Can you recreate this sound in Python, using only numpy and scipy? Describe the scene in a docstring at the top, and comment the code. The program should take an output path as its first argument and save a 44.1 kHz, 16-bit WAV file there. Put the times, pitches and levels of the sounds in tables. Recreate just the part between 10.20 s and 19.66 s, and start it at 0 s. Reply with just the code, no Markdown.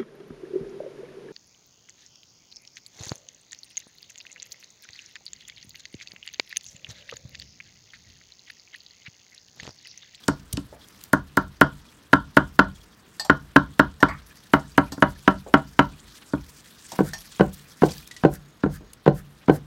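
"""A cleaver chops herbs on a thick round wooden block in an open kitchen, close to a phone that overloads.
Each blow is a short push that rings the block's modes and cracks; late rocking cuts land belly, then heel.
Noise puffs make stems crunch and the hand bump the block; damped sines make the blade clink and squeak.
Floor and walls answer with decaying noise. Crackling leaves, yard murmur and a far insect are shaped noise."""
import sys
import numpy as np
from scipy import signal
from scipy.io import wavfile

SR = 44100
rng = np.random.default_rng(int(sys.argv[2]) if len(sys.argv) > 2 else 0)


def master_out(mix):
    """Clip the mix to full scale and print it as 16-bit PCM to the path in sys.argv[1]."""
    frames = np.transpose(np.atleast_2d(mix))
    ceiling = np.clip(frames, -1, 1)
    pcm = np.round(ceiling * 32767).astype(np.int16)
    wavfile.write(sys.argv[1], SR, pcm)


def ratio(d):
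    """dB to gain"""
    e = np.asarray(d, float) / 20
    return 10 ** e


N = 417186

# Straight chops. Each row: landing in seconds, strength in dB, contact time constant in ms,
# crunch of the stems cut just before in dB, spot (0 near edge, 1 middle of the block).
CHOPS = [(0.0836, -3, 0.18, -20, 0.16), (0.375, -12, 0.39, -26.5, 0.3), (0.933, -2.5, 0.07, -22.5, 0.13),
         (1.1726, -4, 0.051, -25, 0.22), (1.4131, 0.84, 0.018, -24, 0.2), (1.9315, 0.7, 0.016, -31, 0.24),
         (2.1693, 1.4, 0.041, -28, 0.18), (2.3915, 0.7, 0.023, -40.5, 0.21), (3.0974, -1, 0.02, -60, 0.25),
         (3.3608, 1.8, 0.0095, -35, 0.26), (3.595, 0.66, 0.029, -30.5, 0.21),
         (3.828, 0.3, 0.016, -33.5, 0.24), (4.336, 0.5, 0.041, -33, 0.76), (4.5793, 0.8, 0.059, -31, 0.83),
         (4.8238, 1, 0.048, -39.5, 0.8), (5.0775, 0.4, 0.05, -45, 0.81), (5.3397, 1, 0.039, -44.5, 0.77),
         (5.5915, 1.2, 0.02, -45, 0.76), (6.135, -3.5, 0.32, -71, .26)]
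# Rocking cuts. Each row: belly landing in seconds, belly strength in dB, heel delay in seconds,
# heel strength in dB, heel contact time constant in ms.
ROCKS = [(6.7896, 2.23, .0159, -3, 0.27), (7.197, 2.13, 0.011, 2.2, 0.13), (7.6204, 1.67, .0136, 3, 0.2),
         (8.0365, 2, 0.013, 4.5, 0.21), (8.436, -1.5, .0247, -5.5, 0.34), (8.863, 2.5, .014, 5.5, 0.24),
         (9.2826, 0.5, 0.013, 4, 0.21)]
BELLY_SPOT, BELLY_SPOT_PER_DB, BELLY_CONTACT_MS = 0.5, 0.44, 0.31  # harder cuts land further in
HEEL_SPOT, HEEL_SPOT_PER_DB = 1.985, 0.01  # spot 2 is the heel's place
# Blade set down lightly on the block. Each row: time in seconds, strength in dB.
TAPS = [(4.721, -21), (4.778, -19.5)]
TAP_SPOT, TAP_CONTACT_MS = 0.3, 0.25

# Modes of the block. Each row: frequency in Hz, T60 in seconds, signed gain when struck at spot 0, 1, 2.
BLOCK_MODES = [(56.3, 0.19, 0.0296, 0.0265, -0.012), (76, 0.17, -0.053, -0.0305, 0.0036),
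               (145.8, 0.19, 0.13, 0.11, -0.153), (194, 0.13, 0.24, 0.18, 0.21),
               (260, 0.08, 0.21, 0.12, 0.076), (290.5, 0.074, -0.64, -0.48, 0.2),
               (313, 0.14, 0.083, 0.0044, 0.23), (366.6, 0.098, -0.15, -0.15, 0.17),
               (486, 0.026, 0.37, 0.27, -0.83), (584, 0.14, -0.014, -0.075, 0.069),
               (638, 0.068, -0.097, -0.24, 0.052), (721, 0.024, -0.24, 0.035, -0.45),
               (785, 0.089, 0.01, 0.15, 0.079), (902, 0.035, -0.37, -0.35, 0.13),
               (980, 0.035, 0.37, 0.78, -0.068), (1043, 0.03, -0.71, -0.019, 0.4),
               (1104, 0.085, 0.1, 0.17, 0.034), (1236, 0.032, 0.23, 0.28, -0.055),
               (1353, 0.076, -0.37, -0.32, -0.044), (1446.4, 0.036, 0.99, 0.22, 0.21),
               (1530, 0.032, -0.51, -0.21, -0.42), (1636, 0.029, 1, -0.83, 0.013),
               (1882, 0.022, -0.46, 0.31, -0.0015), (2051, 0.027, -0.31, 0.31, 0.063),
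               (3001, 0.014, 0.35, -0.5, 0.31)]
MODE_SPREAD_DB = 1.3
# Late steel ring of the heel. Columns: frequency in Hz, T60 in seconds, level in dB for a 0 dB landing.
HEEL_RING = (4170, .13, -62)
HEEL_RING_LAG_S = 0.008

CRACK_DB, CRACK_DB_PER_MS, CRACK_DB_PER_SPOT = -26, -26, -2.5  # last: past the middle only
CRUNCH_LEAD_S, CRUNCH_LEAD_S_PER_MS = 0.003, 0.0046  # soft contacts crunch earlier
CRUNCH_HZ, CRUNCH_DULLING_PER_MS, CRUNCH_S = 9400, 5.4, 0.0031  # and lower
BITE_LEAD_S, BITE_DB, BITE_HZ = 0.0053, -38, 2240  # dB against the belly strength
# Lone snaps and scratches in the heap. Each row: start in seconds, level in dB, centre in Hz, hold in seconds.
SNAPS = [(0.327, -26, 6300, 0.0052), (0.685, -41.5, 6600, 0.0016), (0.8375, -31, 8000, 0.0016),
         (5.932, -46, 4170, 0.048), (6.015, -47, 1850, 0.017), (6.886, -42, 7000, .006),
         (7.093, -47.5, 4000, 0.038), (7.327, -42.5, 8000, 0.019), (7.644, -58, 4640, 0.04),
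         (7.683, -40, 2950, .012), (7.72, -48.5, 4470, 0.016), (7.779, -44, 6000, .003),
         (7.797, -52, 3300, 0.0057), (7.874, -37, 8000, 0.0019), (8.137, -34, 12400, 0.0023),
         (8.732, -39.5, 6200, 0.004), (9.205, -52.5, 1500, 0.034)]
# Blade slides through the leaves after a rocking cut. Each row: start in seconds, level in dB.
SLIDES = [(6.824, -40.5), (8.098, -43), (8.503, -44.5), (8.934, -45.5), (9.307, -42)]
SLIDE_HZ, SLIDE_S = 7660, 0.058
RUB_HZ, RUB_DB, RUB_LAG_S = 1540, -7, 0.018  # dB against the slide

# Blade touches something hard. Each row: time in seconds, steel ring in dB, place on the blade from 0 to 2,
# dull knock in dB.
CLINKS = [(2.9969, -29.5, 0.042, -34.5), (3.048, -40.5, 1, -33), (3.8033, -43.5, 1.8, -40.5),
          (3.885, -45, 0.2, -33), (4.7204, -35.5, .5, -38.5), (6.7183, -39, 1.1, -34.5),
          (6.934, -34, 2.03, -38.5)]
# Blade mode frequencies in Hz.
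BLADE_HZ = [1810, 4368, 4792, 5130, 5620, 6580, 7400, 7784, 8750, 11800, 13000]
# One row per blade mode: T60 in seconds, relative dB when touched at place 0, 1, 2.
BLADE_MODES = [(0.078, 2.5, -13.5, 8.5), (0.18, 4, -24.5, -7.5), (0.11, 4, -13, -21.5),
               (0.047, -12, -24.5, -8), (0.16, -17.5, -8, -2.5), (0.12, -25, -9, -5.5), (.1, -22, -4, -23),
               (0.091, -2.5, -13, -29.5), (0.12, -21.5, -1.5, -10.5), (0.1, -14, -9.5, -25.5),
               (0.078, -21.5, -6, -8.5)]
CLINK_KNOCK_HZ = 770
# Edge drags over the wood. Columns: start in seconds, hold in seconds, level in dB.
DRAG = (3.882, 0.026, -37)
# Gliding bands of the drag. Each row: starting frequency in Hz, glide in Hz per second, relative dB.
SQUEAK = [(1070, 2600, 3), (1950, -1000, -1), (2203, 301, -3)]
SQUEAK_WAVER_TOP_HZ, SQUEAK_T60_S = 210, 0.2
# Stiff stem flicks against the blade. Each row: time in seconds, ring level in dB.
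FLICKS = [(7.9114, -35.5), (7.9647, -37)]
FLICK_HZ, FLICK_T60_S = 1950, 0.066
FLICK_CLICK_DB, FLICK_CLICK_HZ, FLICK_CLICK_T60_S = -2.5, 4070, 0.069  # dB against the ring
# Hand bumps the block. Each row: time in seconds, level in dB, centre in Hz.
BUMPS = [(0.33, -25, 88), (0.523, -41.5, 460), (5.263, -37, 406), (6.723, -40, 253), (8.605, -42.5, 304)]

# Diffuse answer of floor boards and walls. Each row: frequency in Hz, relative dB, T60 in seconds.
TAIL = [(49.4, 7.5, 0.62), (130, -3.5, 0.43), (328, -4, 0.17), (705, 2.5, 0.17), (1500, -1.5, 0.18),
        (2400, -0.5, 0.087), (4000, -3.5, 0.31), (8000, -2.5, 0.074), (15000, -3.5, 0.054)]
TAIL_DB = -36.5
# Blow reaching the floor boards directly. Columns: low edge in Hz, high edge in Hz, gain in dB.
FLOOR_PATH = (690, 2000, 18)
# Leaves pushed about. Each row: time in seconds, level between 3 and 9 kHz in dB.
RUSTLE = [(0.0, -59), (0.61, -61), (0.79, -55.5), (0.97, -63.5), (1.68, -60), (1.87, -62.5), (2.79, -61.5),
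          (3.0, -61), (3.69, -62), (4.27, -57.5), (6.35, -57), (6.68, -54.5), (6.76, -45), (6.81, -52.5),
          (7.0, -51.5), (7.53, -55.5), (7.59, -56.5), (7.65, -44.5), (7.85, -52.5), (8.03, -60.5),
          (8.17, -66), (9.46, -65.5)]
# Leaf spectrum. Each row: frequency in Hz, relative dB per Hz.
LEAVES = [(530, -40), (900, -8.5), (991, -12), (1970, -3.5), (2450, -6.5), (4250, -1.5), (10200, -9.5),
          (12900, -16.5), (16000, -12)]
TICKS_PER_S, TICK_DB, TICK_T60_CYCLES = 5, 13, 90  # per band
# Murmur spectrum of the yard. Each row: frequency in Hz, relative dB per Hz.
AIR = [(18, -33), (30, -5.5), (71, -0.5), (204, 1), (721, -13), (1390, -8), (2540, -21), (4080, -12),
       (4910, -30), (12600, -35.5), (16000, -29.5)]
AIR_DB = -56
# Faint thin buzz far off. Columns: start in seconds, end in seconds, centre in Hz, half width in Hz, level in dB.
INSECT = (8.19, 8.76, 6620, 150, -73)
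CEILING, CUTOFF_HZ = 0.97, 16500


def rms_one(x):
    """Scales to an rms of 1."""
    return x / np.sqrt(np.mean(x ** 2) + 1e-20)


def at_hz(points, hz, column=1):
    """Reads a table column at hz, on a log frequency axis."""
    table = np.array(points)
    return np.interp(np.log(hz), np.log(table[:, 0]), table[:, column])


def band(x, low_hz, high_hz):
    """Butterworth band-pass."""
    edges_hz = [low_hz, min(high_hz, 0.45 * SR)]
    return signal.sosfilt(signal.butter(2, edges_hz, "band", fs=SR, output="sos"), x)


def half_octaves(low_hz, count):
    """Low edge, high edge and centre of each half octave, in Hz."""
    edges = low_hz * 2 ** (np.arange(count + 1) / 2)
    return zip(edges, edges[1:], np.sqrt(edges[1:] * edges[:-1]))


def drift(corner_hz):
    """Slow chance of spread 1: noise through a double pole, at one value per 40 samples."""
    r = np.exp(-80 * np.pi * corner_hz / SR)
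    noise = rng.standard_normal(N // 40 + 2002)
    slow = signal.lfilter([1], [1, -2 * r, r * r], noise)[2000:]
    return np.interp(np.arange(N) / 40, np.arange(len(slow)), rms_one(slow))


def ring(force, hz, t60_s):
    """Damped resonator: a unit click sets a sine of height 1 ringing."""
    r, w = ratio(-60 / (t60_s * SR)), 2 * np.pi * hz / SR
    return signal.lfilter([0, np.sin(w)], [1, -2 * r * np.cos(w), r * r], force + 1e-18)


def add(out, start_s, sound):
    """Mixes a sound in at its start, cut at the end of the scene."""
    i = round(start_s * SR)
    out[..., i:i + sound.shape[-1]] += sound[..., :N - i]


def puff(db, hz, t60_s, hold_s=0, rise_s=0.00023, octaves=0.59):
    """Crackly noise, octaves to either side of hz, that rises, holds, then dies."""
    t = np.arange(round(0.3 * SR)) / SR
    grains = rng.standard_normal(len(t)) * ratio(3.8 * rng.standard_normal(len(t)))
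    shape = (1 - np.exp(-t / rise_s)) * ratio(-60 * np.maximum(t - hold_s, 0) / t60_s)
    return ratio(db) * shape * rms_one(band(grains, hz * 2 ** -octaves, hz * 2 ** octaves))


def scratch(db, hz, hold_s):
    """Broad puff; longer ones rise and die more slowly."""
    return puff(db, hz, 0.005 + 0.83 * hold_s, hold_s, rise_s=0.0007 + 17 * hold_s ** 2, octaves=0.99)


def landings():
    """Chops and both landings of each rocking cut, in order: seconds, dB, spot, contact ms."""
    rows = [(s, db, spot, ms) for s, db, ms, _, spot in CHOPS]
    for s, belly_db, heel_delay_s, heel_db, heel_ms in ROCKS:
        belly_spot = BELLY_SPOT + BELLY_SPOT_PER_DB * belly_db
        heel_spot = HEEL_SPOT + HEEL_SPOT_PER_DB * heel_db
        rows.append((s, belly_db, belly_spot, BELLY_CONTACT_MS))
        rows.append((s + heel_delay_s, heel_db, heel_spot, heel_ms))
    return rows


def blows():
    """Force on the three spots: a push that rises and falls, longer when leaves cushion the contact."""
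    force, t = np.zeros((3, N)), np.arange(400) / SR
    taps = [(s, db, TAP_SPOT, TAP_CONTACT_MS) for s, db in TAPS]
    for s, db, spot, contact_ms in landings() + taps:
        push = (t + 0.5 / SR) * np.exp(-t * 1000 / max(contact_ms, 0.005))
        share = np.maximum(1 - abs(np.clip(spot, 0, 2) - np.arange(3)), 0)
        add(force, s, ratio(db) * np.outer(share, push / push.sum()))
    return force


def block(force):
    """Every mode hears the spots with its own sign and gain, varied a little from landing to landing."""
    landing = np.searchsorted(np.array(landings())[:, 0] * SR, np.arange(N) + 1.5)
    chance = ratio(MODE_SPREAD_DB * rng.standard_normal((landing.max() + 1, len(BLOCK_MODES))))
    out = np.zeros(N)
    for k, (hz, t60_s, *gains) in enumerate(BLOCK_MODES):
        drive = np.dot(gains, force) * chance[landing, k]
        out += ring(drive, hz, t60_s)
    return out


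def heel_ring():
    """Landings past spot 1.5 ring one steel mode late, strong ones far more than weak ones."""
    (hz, t60_s, ring_db), clicks = HEEL_RING, np.zeros(N)
    for s, db, spot, _ in landings():
        clicks[round((s + HEEL_RING_LAG_S) * SR)] = ratio(ring_db + 3 * db) * (spot > 1.5)
    return ring(clicks, hz, t60_s)


def cracks():
    """The edge cracks on the wood, louder and brighter the shorter the contact."""
    out = np.zeros(N)
    for s, db, spot, ms in landings():
        crack_db = db + CRACK_DB + CRACK_DB_PER_SPOT * max(spot - 1, 0) + CRACK_DB_PER_MS * ms
        add(out, s, puff(crack_db, 3400 / (1 + 4.2 * ms), 0.035, octaves=0.62))
    return out


def crunches_and_snaps():
    """Stems crunch ahead of a chop, leaves give as the belly bites, lone stems snap and scratch."""
    out = np.zeros(N)
    for s, _, ms, db, _ in CHOPS:
        start_s = s - CRUNCH_LEAD_S - CRUNCH_LEAD_S_PER_MS * ms
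        add(out, start_s, scratch(db, CRUNCH_HZ / (1 + CRUNCH_DULLING_PER_MS * ms), CRUNCH_S))
    for s, db, *_ in ROCKS:
        add(out, s - BITE_LEAD_S, puff(db + BITE_DB, BITE_HZ, 0.031, 0.006, rise_s=0.0045, octaves=0.73))
    for s, db, hz, hold_s in SNAPS:
        add(out, s, scratch(db, hz, hold_s))
    return out


def slides():
    """The blade scratches through leaves, then its edge rubs the wood in a narrower, lower band."""
    out = np.zeros(N)
    for s, db in SLIDES:
        add(out, s, scratch(db, SLIDE_HZ, SLIDE_S))
        add(out, s + RUB_LAG_S, puff(db + RUB_DB, RUB_HZ, 0.068, 0.05, rise_s=0.013, octaves=0.28))
    return out


def clinks():
    """The place touched sets the mix of steel modes, over a dull knock; the next contact mutes the modes."""
    out, t = np.zeros(N), np.arange(round(0.3 * SR)) / SR
    contacts = np.sort([row[0] for row in landings() + CLINKS + BUMPS] + [N / SR])
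    chance_db = rng.normal(0, 0.55, (len(CLINKS), len(BLADE_MODES)))
    for (s, ring_db, place, knock_db), spread_db in zip(CLINKS, chance_db):
        steel = np.zeros(len(t))
        for hz, (t60_s, *place_db), extra_db in zip(BLADE_HZ, BLADE_MODES, spread_db):
            mode_db = np.interp(place, np.arange(3), place_db) + extra_db
            steel += ratio(mode_db - 60 * t / t60_s) * np.sin(2 * np.pi * hz * t)
        free_s = contacts[contacts > s][0] - s
        add(out, s, ratio(ring_db - 4200 * np.maximum(t - free_s, 0)) * steel)
        add(out, s, puff(ring_db - 0.5, 4600, 0.09))
        add(out, s, puff(knock_db, CLINK_KNOCK_HZ, 0.11, rise_s=0.001, octaves=0.35))
    return out


def drag():
    """Stick and slip of the edge: wavering narrow bands that glide, hold and die."""
    out, (s, hold_s, db), t = np.zeros(N), DRAG, np.arange(round(0.3 * SR)) / SR
    shape = (1 - np.exp(-t / 0.002)) * ratio(db - 60 * np.maximum(t - hold_s, 0) / SQUEAK_T60_S)
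    for hz, hz_per_s, squeak_db in SQUEAK:
        waver = rms_one(band(rng.standard_normal(len(t)), 10.2, SQUEAK_WAVER_TOP_HZ))
        glide = np.sin(2 * np.pi * (hz + hz_per_s * t / 2) * t)
        add(out, s, ratio(squeak_db) * shape * (0.84 + waver) * glide)
    return out


def flicks():
    """A sharp noise click and one short damped ring."""
    out, clicks = np.zeros(N), np.zeros(N)
    for s, db in FLICKS:
        clicks[round(s * SR)] = ratio(db)
        add(out, s, puff(db + FLICK_CLICK_DB, FLICK_CLICK_HZ, FLICK_CLICK_T60_S, octaves=0.79))
    return out + ring(clicks, FLICK_HZ, FLICK_T60_S)


def bumps():
    """A hand bumps the block: dull puffs of noise."""
    out = np.zeros(N)
    for s, db, hz in BUMPS:
        add(out, s, puff(db, hz, 0.2, rise_s=0.0016, octaves=0.71))
    return out


def tail(source):
    """Floor boards and walls answer with noise that swells and dies band by band."""
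    t = np.arange(round(0.8 * SR)) / SR
    answers = np.zeros((4, len(t)))
    for low, high, hz in half_octaves(34.57, count=18):
        dying = (1 - np.exp(-t / 0.00018)) * ratio(-60 * t / at_hz(TAIL, hz, column=2))
        answers += ratio(at_hz(TAIL, hz)) * dying * band(rng.standard_normal((4, len(t))), low, high)
    # hands and heap shift between blows: four answers take turns
    turn = np.searchsorted(np.array(landings())[:, 0] * SR, np.arange(N), side="right") % 4
    out = np.zeros(N)
    for k, answer in enumerate(answers):
        out += signal.fftconvolve(source * (turn == k), answer)[:N]
    return ratio(TAIL_DB) * out


def rustle():
    """Dense crackle of leaves in clumps, each band with its own flicker and lone ticks at one pitch."""
    out, clumps = np.zeros(N), drift(39)
    grains = rng.standard_normal((2, N)) * ratio(3.9 * np.minimum(rng.exponential(1, (2, N)), 6.5))
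    for k, (low, high, hz) in enumerate(half_octaves(800, count=9)):
        ticks = (rng.random(N) < TICKS_PER_S / SR) * ratio(TICK_DB + 3 * rng.standard_normal(N))
        pitch_hz = min(rng.uniform(low, high), 0.4 * SR)
        ringing = band(ring(ticks, pitch_hz, TICK_T60_CYCLES / pitch_hz), low, high)
        crackle = band(grains[k % 2], low, high) + np.sqrt(hz / SR) * ringing * np.std(grains)
        flicker_db = 2.5 * clumps + 3.5 * drift(15)
        out += ratio(at_hz(LEAVES, hz) + flicker_db) * crackle
    level_db = np.interp(np.arange(N) / SR, *np.transpose(RUSTLE))
    return ratio(level_db) * out / np.std(band(out, 3000, 9000))


def air():
    """The steady murmur of the yard and the microphone's hiss: noise bands that waver slightly."""
    white, out = rng.standard_normal((2, N)), np.zeros(N)
    for k, (low, high, hz) in enumerate(half_octaves(30, count=19)):
        out += ratio(at_hz(AIR, hz) + 0.57 * drift(7)) * band(white[k % 2], low, high)
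    return ratio(AIR_DB) * rms_one(out)


def insect():
    """A narrow band of noise that fades in and out."""
    start_s, end_s, hz, half_width_hz, db = INSECT
    t = np.arange(N) / SR
    fade = np.clip(np.minimum(t - start_s, end_s - t) / 0.03, 0, 1)
    low, high = hz - half_width_hz, hz + half_width_hz
    buzz = band(band(rng.standard_normal(N), low, high), low, high)
    return ratio(db) * fade * rms_one(buzz)


def scene():
    """Near sounds, their tail with the blow's direct path to the floor, and the background."""
    force = blows()
    near = block(force) + heel_ring() + cracks() + crunches_and_snaps() + slides()
    near = near + clinks() + drag() + flicks() + bumps()
    low_hz, high_hz, floor_db = FLOOR_PATH
    through_floor = ratio(floor_db) * band(force.sum(axis=0), low_hz, high_hz)
    return (near + tail(near + through_floor) + rustle() + air() + insect())[None]


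def low_pass(x):
    """Removes everything above the highest recorded frequency."""
    return signal.sosfilt(signal.butter(12, 16460, fs=SR, output="sos"), x)


def record(dry):
    """The microphone drops the deepest bass, the loudest peaks hit the ceiling, the top is cut."""
    thin = signal.sosfilt(signal.butter(2, 35.0, "high", fs=SR, output="sos"), dry)
    flat = np.clip(thin, -CEILING, CEILING)
    mix = signal.sosfilt(signal.cheby2(16, 60, CUTOFF_HZ, fs=SR, output="sos"), flat)
    return low_pass(mix)


dry = scene()
out = record(dry)
master_out(out)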